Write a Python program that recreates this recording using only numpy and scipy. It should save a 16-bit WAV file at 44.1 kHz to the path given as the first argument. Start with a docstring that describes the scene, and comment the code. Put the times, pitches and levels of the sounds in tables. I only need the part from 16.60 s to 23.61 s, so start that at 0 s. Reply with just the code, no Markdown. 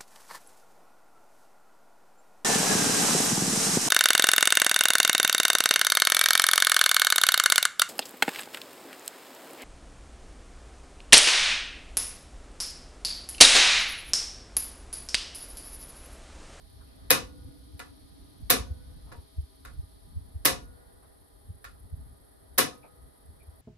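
"""Gas range igniter, close up.

In a cramped kitchen, near the microphone, a piezo igniter is snapped four times while a hand holds a
burner knob open. Each hammer blow cracks through the sheet-metal top and leaves the grates ringing;
the spring resets with a light click. Gas hisses softly from the burner. Behind it a fan hums, air
moves, and dull bumps and rumble come through the floor."""
import sys
import numpy as np
from scipy import signal
from scipy.fft import rfft, irfft
from scipy.io import wavfile

SR = 44100
rng = np.random.default_rng(int(sys.argv[2]) if len(sys.argv) > 2 else 0)


def wav_record(signal):
    """Record a signal, one row per channel, as 16-bit PCM in the file named by sys.argv[1]."""
    frames = np.transpose(np.atleast_2d(signal))
    bounded = np.clip(frames, -1, 1)
    # unit amplitude maps onto the largest positive 16-bit level
    quanta = np.round(bounded * 32767).astype(np.int16)
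    wavfile.write(sys.argv[1], SR, quanta)


N = 309141
TIME = np.arange(N) / SR

# Hammer blows. Each row: start in seconds; relative level, bass, treble and first crack in dB; favoured
# resonance in Hz, its lift in dB before scaling; favoured grate wire in Hz, its level in dB.
HAMMER_BLOWS = [(0.5052, 0, -1.5, -2, 4, 2530, 3.5, 1443, -61),
                (1.902, -3, 3.5, 1.5, 3, 1880, -1.5, 1478, -61.5),
                (3.8534, -2, -1.5, -0.5, 1.5, 1466, -3, 1445, -55.5),
                (5.9819, -2.5, 0.5, 0, -1.5, 1720, 1, 1254, -54)]
# Light clicks of spring and knob. Each row: as for a hammer blow, without the grate wire.
SPRING_CLICKS = [(1.1931, -24.5, -2, 10, -1, 1870, -3), (2.5172, -36.5, 21, 11.5, -29, 940, 12.5),
                 (3.05, -32.5, 2.5, 11.5, -0.5, 1440, 10.5), (5.0426, -28.5, -13.5, 9, 1.5, 1400, 9.5)]
# Colour of a blow and of a click. Each row: frequency in Hz, gain in dB.
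BLOW_COLOUR = [(40, -24), (130, 2), (350, 1), (800, -7.5), (1200, 5), (2000, 1), (3200, -2), (5400, 2.5),
               (7200, -4.5), (10500, 3.5), (13000, -0.5), (14300, -3), (16000, -2.5)]
CLICK_COLOUR = [(100, 7.5), (350, 1.5), (800, -2), (1300, 11.5), (2000, 4), (3200, -8.5), (4800, -4),
                (6000, -12.5), (7300, -14.5), (10500, -10), (13000, -23)]
# Resonances of the range top. Each row: frequency in Hz, width in Hz, lift in dB before scaling.
PANEL_MODES = [(254, 18, 7), (289, 22.3, 5.5), (453, 140, 11), (534, 64, 13), (715, 26, 3.5),
               (716, 77, 12.5), (758, 47, 8), (934, 73, 5), (980, 53, 4.5), (1115, 76, 7.5),
               (1420, 27, 5.5), (1743, 130, 10), (2001, 34, 10.5), (2489, 240, 9), (2928, 47, 12),
               (3443, 24, 8.5), (3780, 268, 8.5), (4104, 48, 7.5), (2605, 12, 5.5), (4665, 39, -12),
               (5100, 234, -1.5), (5950, 327, -2), (6300, 80, 8), (8400, 95, -4), (8040, 59, 6),
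               (9600, 318, 0.5), (10540, 180, 6.5), (11970, 400, 7), (13330, 310, 9.5)]
# Ringing wire grates. Each row: frequency in Hz, level in dB, seconds to fall 60 dB.
GRATE_MODES = [(293, -51.5, 0.83), (484, -62, 3), (507, -53, 1.4), (941.4, -68, 1.3), (1260, -66.5, 0.77),
               (1490, -67.5, 1.3)]
# Echoes off the nearby lid, walls and counter. Each row: delay in seconds, relative level in dB.
NEAR_ECHOES = [(.0018, -7.5), (.0036, -13.5), (.0058, -8.5), (.0080, -2)]
# The kitchen's decay. Each row: frequency in Hz, seconds to fall 60 dB.
KITCHEN_T60 = [(120, 0.51), (300, 0.31), (550, 0.27), (900, 0.32), (1500, 0.22), (3500, 0.24), (6000, 0.25),
               (11000, 0.18), (14000, 0.11), (16000, 0.068)]
# Balance of a strike at the microphone. Each row: frequency in Hz, left minus right in dB.
STEREO_LEAN = [(100, 2), (250, 5), (500, 4), (1000, -0.5), (2000, -1.5), (4000, 1.1), (12000, 0.3)]
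# The hand on the knob. Each row: start in seconds, level in dB, centre and width in Hz, rise in seconds.
KNOB_RUBS = [(0.203, -60.5, 1310, 248, 0.01), (.27, -75, 2620, 296, 0.032), (2.458, -60, 850, 454, 0.038),
             (4.419, -62.5, 920, 600, 0.014), (6.226, -62, 2410, 170, 0.012), (6.235, -53, 700, 350, 0.013),
             (6.799, -66.5, 2350, 129, 0.013)]
# Spectra of the burner's hiss and high fizz. Each row: frequency in Hz, relative level in dB.
HISS_SPECTRUM = [(2000, -13), (2800, -17.5), (3250, -8.5), (4400, -5.5), (5300, -11), (6100, -18),
                 (7200, -21.5), (9000, -73.5)]
FIZZ_SPECTRUM = [(5500, -35), (7300, -21.5), (8200, -10.5), (9200, -2), (11000, 1), (11700, -3.5),
                 (12500, -11), (14200, -14), (15500, -33.5)]
# Faint whistles of the burner jet. Each row: frequency in Hz, width in Hz, lift in dB.
JET_WHISTLES = [(3210, 130, 3.5), (3790, 64, 3), (4380, 27, 8), (11110, 300, 2.5)]
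# Dull bumps in the floor. Each row: time of the peak in seconds, level in dB.
FLOOR_BUMPS = [(1.15, -35.5), (1.832, -34.5), (2.009, -29), (2.117, -26), (2.59, -36), (2.793, -22),
               (3.197, -26), (3.574, -25), (3.764, -27.5), (4.905, -32), (5.338, -27.5), (6.698, -39.5),
               (6.891, -37.5)]
# Weight shifting on the floor. Each row: middle in seconds, half length in seconds, level in dB.
WEIGHT_SHIFTS = [(0.703, 0.49, -48.5), (2.075, 0.26, -42), (3.15, 0.073, -44), (3.58, .13, -46.5),
                 (3.978, 0.14, -44.5), (5.383, 0.12, -44.5)]
# Spectra of the floor's rumble and the moving air. Each row: frequency in Hz, relative level in dB.
RUMBLE_SPECTRUM = [(12, -47), (20, -22), (37, -4), (59, 2.5), (114, -9.5), (184, -19), (210, -20.5),
                   (260, -15.5), (340, -37), (570, -120)]
AIR_SPECTRUM = [(100, -5), (200, -4), (420, -2.5), (700, -3.5), (1000, -9.5), (1500, -12.5), (1950, -11),
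                (2300, -28), (3000, -29), (7000, -40.5), (16000, -28.5)]
# Rise and fall of the moving air. Each row: time in seconds, level in dB.
AIR_LEVELS = [(0, -70), (.45, -61), (1.1, -70.5), (1.6, -65.5), (2.4, -65.5), (2.8, -72), (4.2, -61),
              (4.7, -65), (6.3, -62.5), (7, -63)]
# Resonances of the fan housing. Each row: frequency in Hz, width in Hz, relative level in dB.
FAN_MODES = [(280.7, 26, 4.5), (399, 29, -1.5), (447, 23, -6.5), (651, 13, -4.5), (808, 18, -5),
             (982, 11, -10.5), (1225, 14, -8.5)]


def igniter(snap_db=10.5, click_db=9.0, latch_lead_s=0.0036):
    """Up close: the catch slips, the hammer shakes range top and grates; later the spring resets."""
    out = np.zeros((2, N))
    for s, db, *tone, wire_hz, wire_db in HAMMER_BLOWS:
        add(out, s - latch_lead_s, amp(snap_db) * latch())
        add(out, s, strike(BLOW_COLOUR, db + snap_db, *tone, room_db=3.5))
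        add(out, s, grate_wire(wire_hz, wire_db) + sum(grate_wire(*mode) for mode in GRATE_MODES))
    for s, db, *tone in SPRING_CLICKS:
        add(out, s, strike(CLICK_COLOUR, db + click_db, *tone, room_db=1))
    return out


def strike(colour, db, bass_db, treble_db, crack_db, ring_hz, ring_db, room_db, lift_scale=0.81):
    """One impact heard through the range top; each favours one broad resonance of the sheet metal."""
    modes = list(PANEL_MODES) + [(ring_hz, 0.14 * ring_hz, ring_db)]

    def shape_db(f):
        bass = bass_db / (1 + (f / 500) ** 2)  # shelf below 500 Hz
        treble = treble_db * f ** 2 / (f ** 2 + 3500 ** 2)  # shelf above 3500 Hz
        return db + read(colour, f) + lift_scale * resonances_db(f, modes) + bass + treble
    t = np.arange(24576) / SR
    impact = clatter(t, room_db) + amp(crack_db) * crack(t)
    return np.array([coloured(channel, lambda f: shape_db(f) + side * read(STEREO_LEAN, f) / 2)
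                     for channel, side in zip(impact, (1, -1))])


def crack(t, t60=0.013, rise_s=0.00022, low_cut_hz=650):
    """The hard, bright sound that travels straight from the panel to the microphone."""
    hit = burst(fade(t, t60) * (1 - np.exp(-t / rise_s)))
    thin = signal.lfilter(*signal.butter(1, low_cut_hz, "high", fs=SR), hit)
    bright = thin - 0.51 * np.r_[0, thin[:-1]]  # the lows take longer to leave the panel
    return np.array([np.roll(bright, 3), bright])  # reaches the right side first


def clatter(t, room_db, echo_t60=0.016, rattle_t60=0.13, room_rise_s=0.0077, bass_rise_s=0.0095):
    """What follows the crack: nearest echoes, sheet-metal rattle and the small kitchen's tail."""
    mean_t60 = np.mean([t60 for hz, t60 in KITCHEN_T60])
    echoes = [(db, np.roll(fade(t, echo_t60), round(delay * SR))) for delay, db in NEAR_ECHOES]
    rattle = (room_db - 5, fade(t, rattle_t60))
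    tail = (room_db, fade(t, mean_t60) * (1 - np.exp(-t / room_rise_s)))
    power = sum((amp(db) * shape / np.linalg.norm(shape)) ** 2 for db, shape in echoes + [rattle, tail])
    envelope = np.sqrt(power)
    mid, side = burst(envelope), amp(-0.5) * burst(envelope)
    stereo = np.linalg.norm(envelope) * np.array([mid + side, mid - side]) / np.sqrt(2)
    hz, age, bands = signal.stft(stereo, SR, nperseg=256)
    bands *= fade(age, read(KITCHEN_T60, hz)[:, None]) / fade(age, mean_t60)  # each at its own speed
    bands *= 1 - np.exp(-age / bass_rise_s - (hz[:, None] / 330) ** 2)  # slow build-up below 330 Hz
    return signal.istft(bands, SR, nperseg=256)[1][:, :len(t)]


def grate_wire(hz, db, t60=1.44, split_hz=7, twin_db=-7):
    """One grate wire ringing on, beating against a slightly sharper twin."""
    t = np.arange(2 * SR) / SR
    twin_hz = hz + split_hz * rng.uniform(0.5, 1.8)
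    ring, twin = [np.sin(2 * np.pi * (f * t + rng.random() + rng.uniform(0, 0.52, (2, 1))))
                  for f in (hz, twin_hz)]
    return amp(db) * fade(t, t60) * (ring + amp(twin_db) * twin)


def latch(gain_db=-10.5, t60=0.02, dull_hz=4500):
    """A tiny dull scrape of the catch letting go."""
    def shape_db(f):
        return read(BLOW_COLOUR, f) + peak_db(f, 0, dull_hz) / 2
    scrape = fade(np.arange(4096) / SR, t60)
    return amp(gain_db) * np.array([coloured(burst(scrape), shape_db) for channel in range(2)])


def knob_rubs():
    """Fingers and knob scuff and squeak faintly."""
    out, t = np.zeros((2, N)), np.arange(16384) / SR
    for s, db, hz, width, rise in KNOB_RUBS:
        envelope = t / rise * np.exp(1 - t / rise)
        add(out, s, amp(db) * envelope * noise(lambda f: peak_db(f, hz, width), 0.17, size=len(t)))
    return out


def burner(start_db=-65.5, end_db=-72.5, purge_mid_s=3.53, purge_ease_s=0.8, fizz_db=-66, flutter_db=1.5):
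    """Gas hisses and whistles faintly, weakening as the line is purged, under a high fluttering fizz."""
    purged = (1 + np.tanh((TIME - purge_mid_s) / purge_ease_s)) / 2
    hiss = noise(lambda f: read(HISS_SPECTRUM, f) + resonances_db(f, JET_WHISTLES), 0.1)
    flutter = noise(lambda f: peak_db(f, hz=27, width=15), 0.68)[0]
    fizz = noise(lambda f: read(FIZZ_SPECTRUM, f) + resonances_db(f, JET_WHISTLES), 0.21)
    return amp(start_db + (end_db - start_db) * purged) * hiss + amp(fizz_db + flutter_db * flutter) * fizz


def floor_bumps(floor_hz=73.7, spread=0.094, width_s=0.0075, rebound_s=0.0452, rebound_db=-13.5):
    """Each bump swings the floor for a cycle or two, with a weaker upper mode, and rebounds once."""
    out, t = np.zeros((2, N)), np.arange(-SR // 20, SR // 20) / SR
    envelope = signal.windows.tukey(len(t)) / np.cosh(t / width_s)
    for s, db in FLOOR_BUMPS:
        for delay, drop_db in ((0, 0), (rebound_s, rebound_db)):
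            hz = floor_hz * np.exp(spread * rng.standard_normal())
            phase = rng.random() + 0.29 * rng.standard_normal((2, 1))  # skewed between left and right
            swing = np.sin(2 * np.pi * (hz * t + phase))
            upper = amp(-15) * np.sin(2 * np.pi * (1.87 * hz * t + rng.random((2, 1))))
            add(out, s + delay + t[0], amp(db + drop_db) * envelope * (swing + upper))
    return out


def floor_rumble(rest_db=-58, lumpy_db=3):
    """A lumpy low rumble underfoot that swells with every shift of weight."""
    swells = sum(amp(db) ** 2 * np.exp(-((TIME - s) / half) ** 2) for s, half, db in WEIGHT_SHIFTS)
    lumps = unit_rms(amp(lumpy_db * wander(rate_hz=11)))
    return np.sqrt(amp(rest_db) ** 2 + swells) * lumps * noise(lambda f: read(RUMBLE_SPECTRUM, f), 0.44)


def moving_air(gust_db=-0.5):
    """Room tone: a soft, unsteady rush of air all around the microphone."""
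    level_db = np.interp(TIME, *np.transpose(AIR_LEVELS)) + gust_db * wander(rate_hz=13)
    return amp(level_db) * noise(lambda f: read(AIR_SPECTRUM, f), -0.35)


def fan(hum_db=-69, swell_s=0.76, swell_db=-59, rest_db=-75.5, rise_db_per_s=23.5, fall_db_per_s=5.5):
    """A fan housing hums in the background; its lowest note swells early, then sinks back."""
    low, *upper = [amp(db) * noise(lambda f: peak_db(f, hz, width), -0.39) for hz, width, db in FAN_MODES]
    since = TIME - swell_s
    swell = amp(swell_db + np.minimum(rise_db_per_s * since, -fall_db_per_s * since))
    return np.hypot(swell, amp(rest_db)) * low + amp(hum_db) * sum(upper)


def amp(db):
    """Decibels to gain."""
    return 10 ** (np.asarray(db) / 20)


def unit_rms(x):
    """Scales to rms 1."""
    return x / np.sqrt(np.mean(x ** 2) + 1e-20)


def fade(t, t60):
    """Falls 60 dB in t60 seconds."""
    return np.exp(-np.log(1000) * t / t60)


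def read(points, hz):
    """Reads a table on a log-frequency axis."""
    f, value = np.transpose(points)
    return np.interp(np.log(hz + 1), np.log(f + 1), value)


def peak_db(f, hz, width):
    """A resonance with steep skirts, 6 dB down at hz +/- width."""
    return -20 * np.log10(1 + ((f - hz) / width) ** 2)


def resonances_db(f, modes):
    """Bell-shaped lifts and dips, summed in dB."""
    return sum(lift / (1 + (2 * (f - hz) / width) ** 2) for hz, width, lift in modes)


def noise(shape_db, likeness, size=N):
    """Stereo noise of rms 1 with the spectrum shape_db(Hz); likeness is the left-right correlation."""
    left, other = rng.standard_normal((2, size))
    right = likeness * left + np.sqrt(1 - likeness ** 2) * other
    gain = amp(shape_db(np.fft.rfftfreq(size, 1 / SR)))
    return unit_rms(irfft(rfft([left, right]) * gain, size))


def wander(rate_hz):
    """A slow random drift of rms 1."""
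    return noise(lambda f: peak_db(f, 0, rate_hz), 1)[0]


def burst(envelope):
    """A dense scatter of tiny impacts under an envelope, with energy 1."""
    x = envelope * rng.standard_normal(len(envelope))
    return x / np.linalg.norm(x)


def coloured(x, shape_db, size=8192):
    """Minimum-phase filter with the gain shape_db(Hz): nothing sounds before the blow."""
    log_gain = np.log(amp(shape_db(abs(np.fft.fftfreq(size, 1 / SR)))))
    response = np.exp(np.conj(signal.hilbert(log_gain)))
    taps = np.fft.ifft(response).real[:size // 2]
    return signal.fftconvolve(x, taps)[:len(x)]


def add(mix, s, sound):
    """Mixes a sound in at s seconds."""
    part = mix[:, round(s * SR):][:, :sound.shape[-1]]
    part += sound[..., :part.shape[1]]


def scene():
    """The kitchen as heard from beside the range."""
    return igniter() + knob_rubs() + floor_bumps() + floor_rumble() + moving_air() + fan() + burner()


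def record(dry):
    """The microphone chain rounds off the peaks softly, then cuts the top above 15.6 kHz."""
    low_pass = signal.firwin(255, 15600, window=("kaiser", 9), fs=SR)
    return signal.oaconvolve(np.tanh(dry), low_pass[None], "same")


dry = scene()
out = record(dry)
wav_record(out)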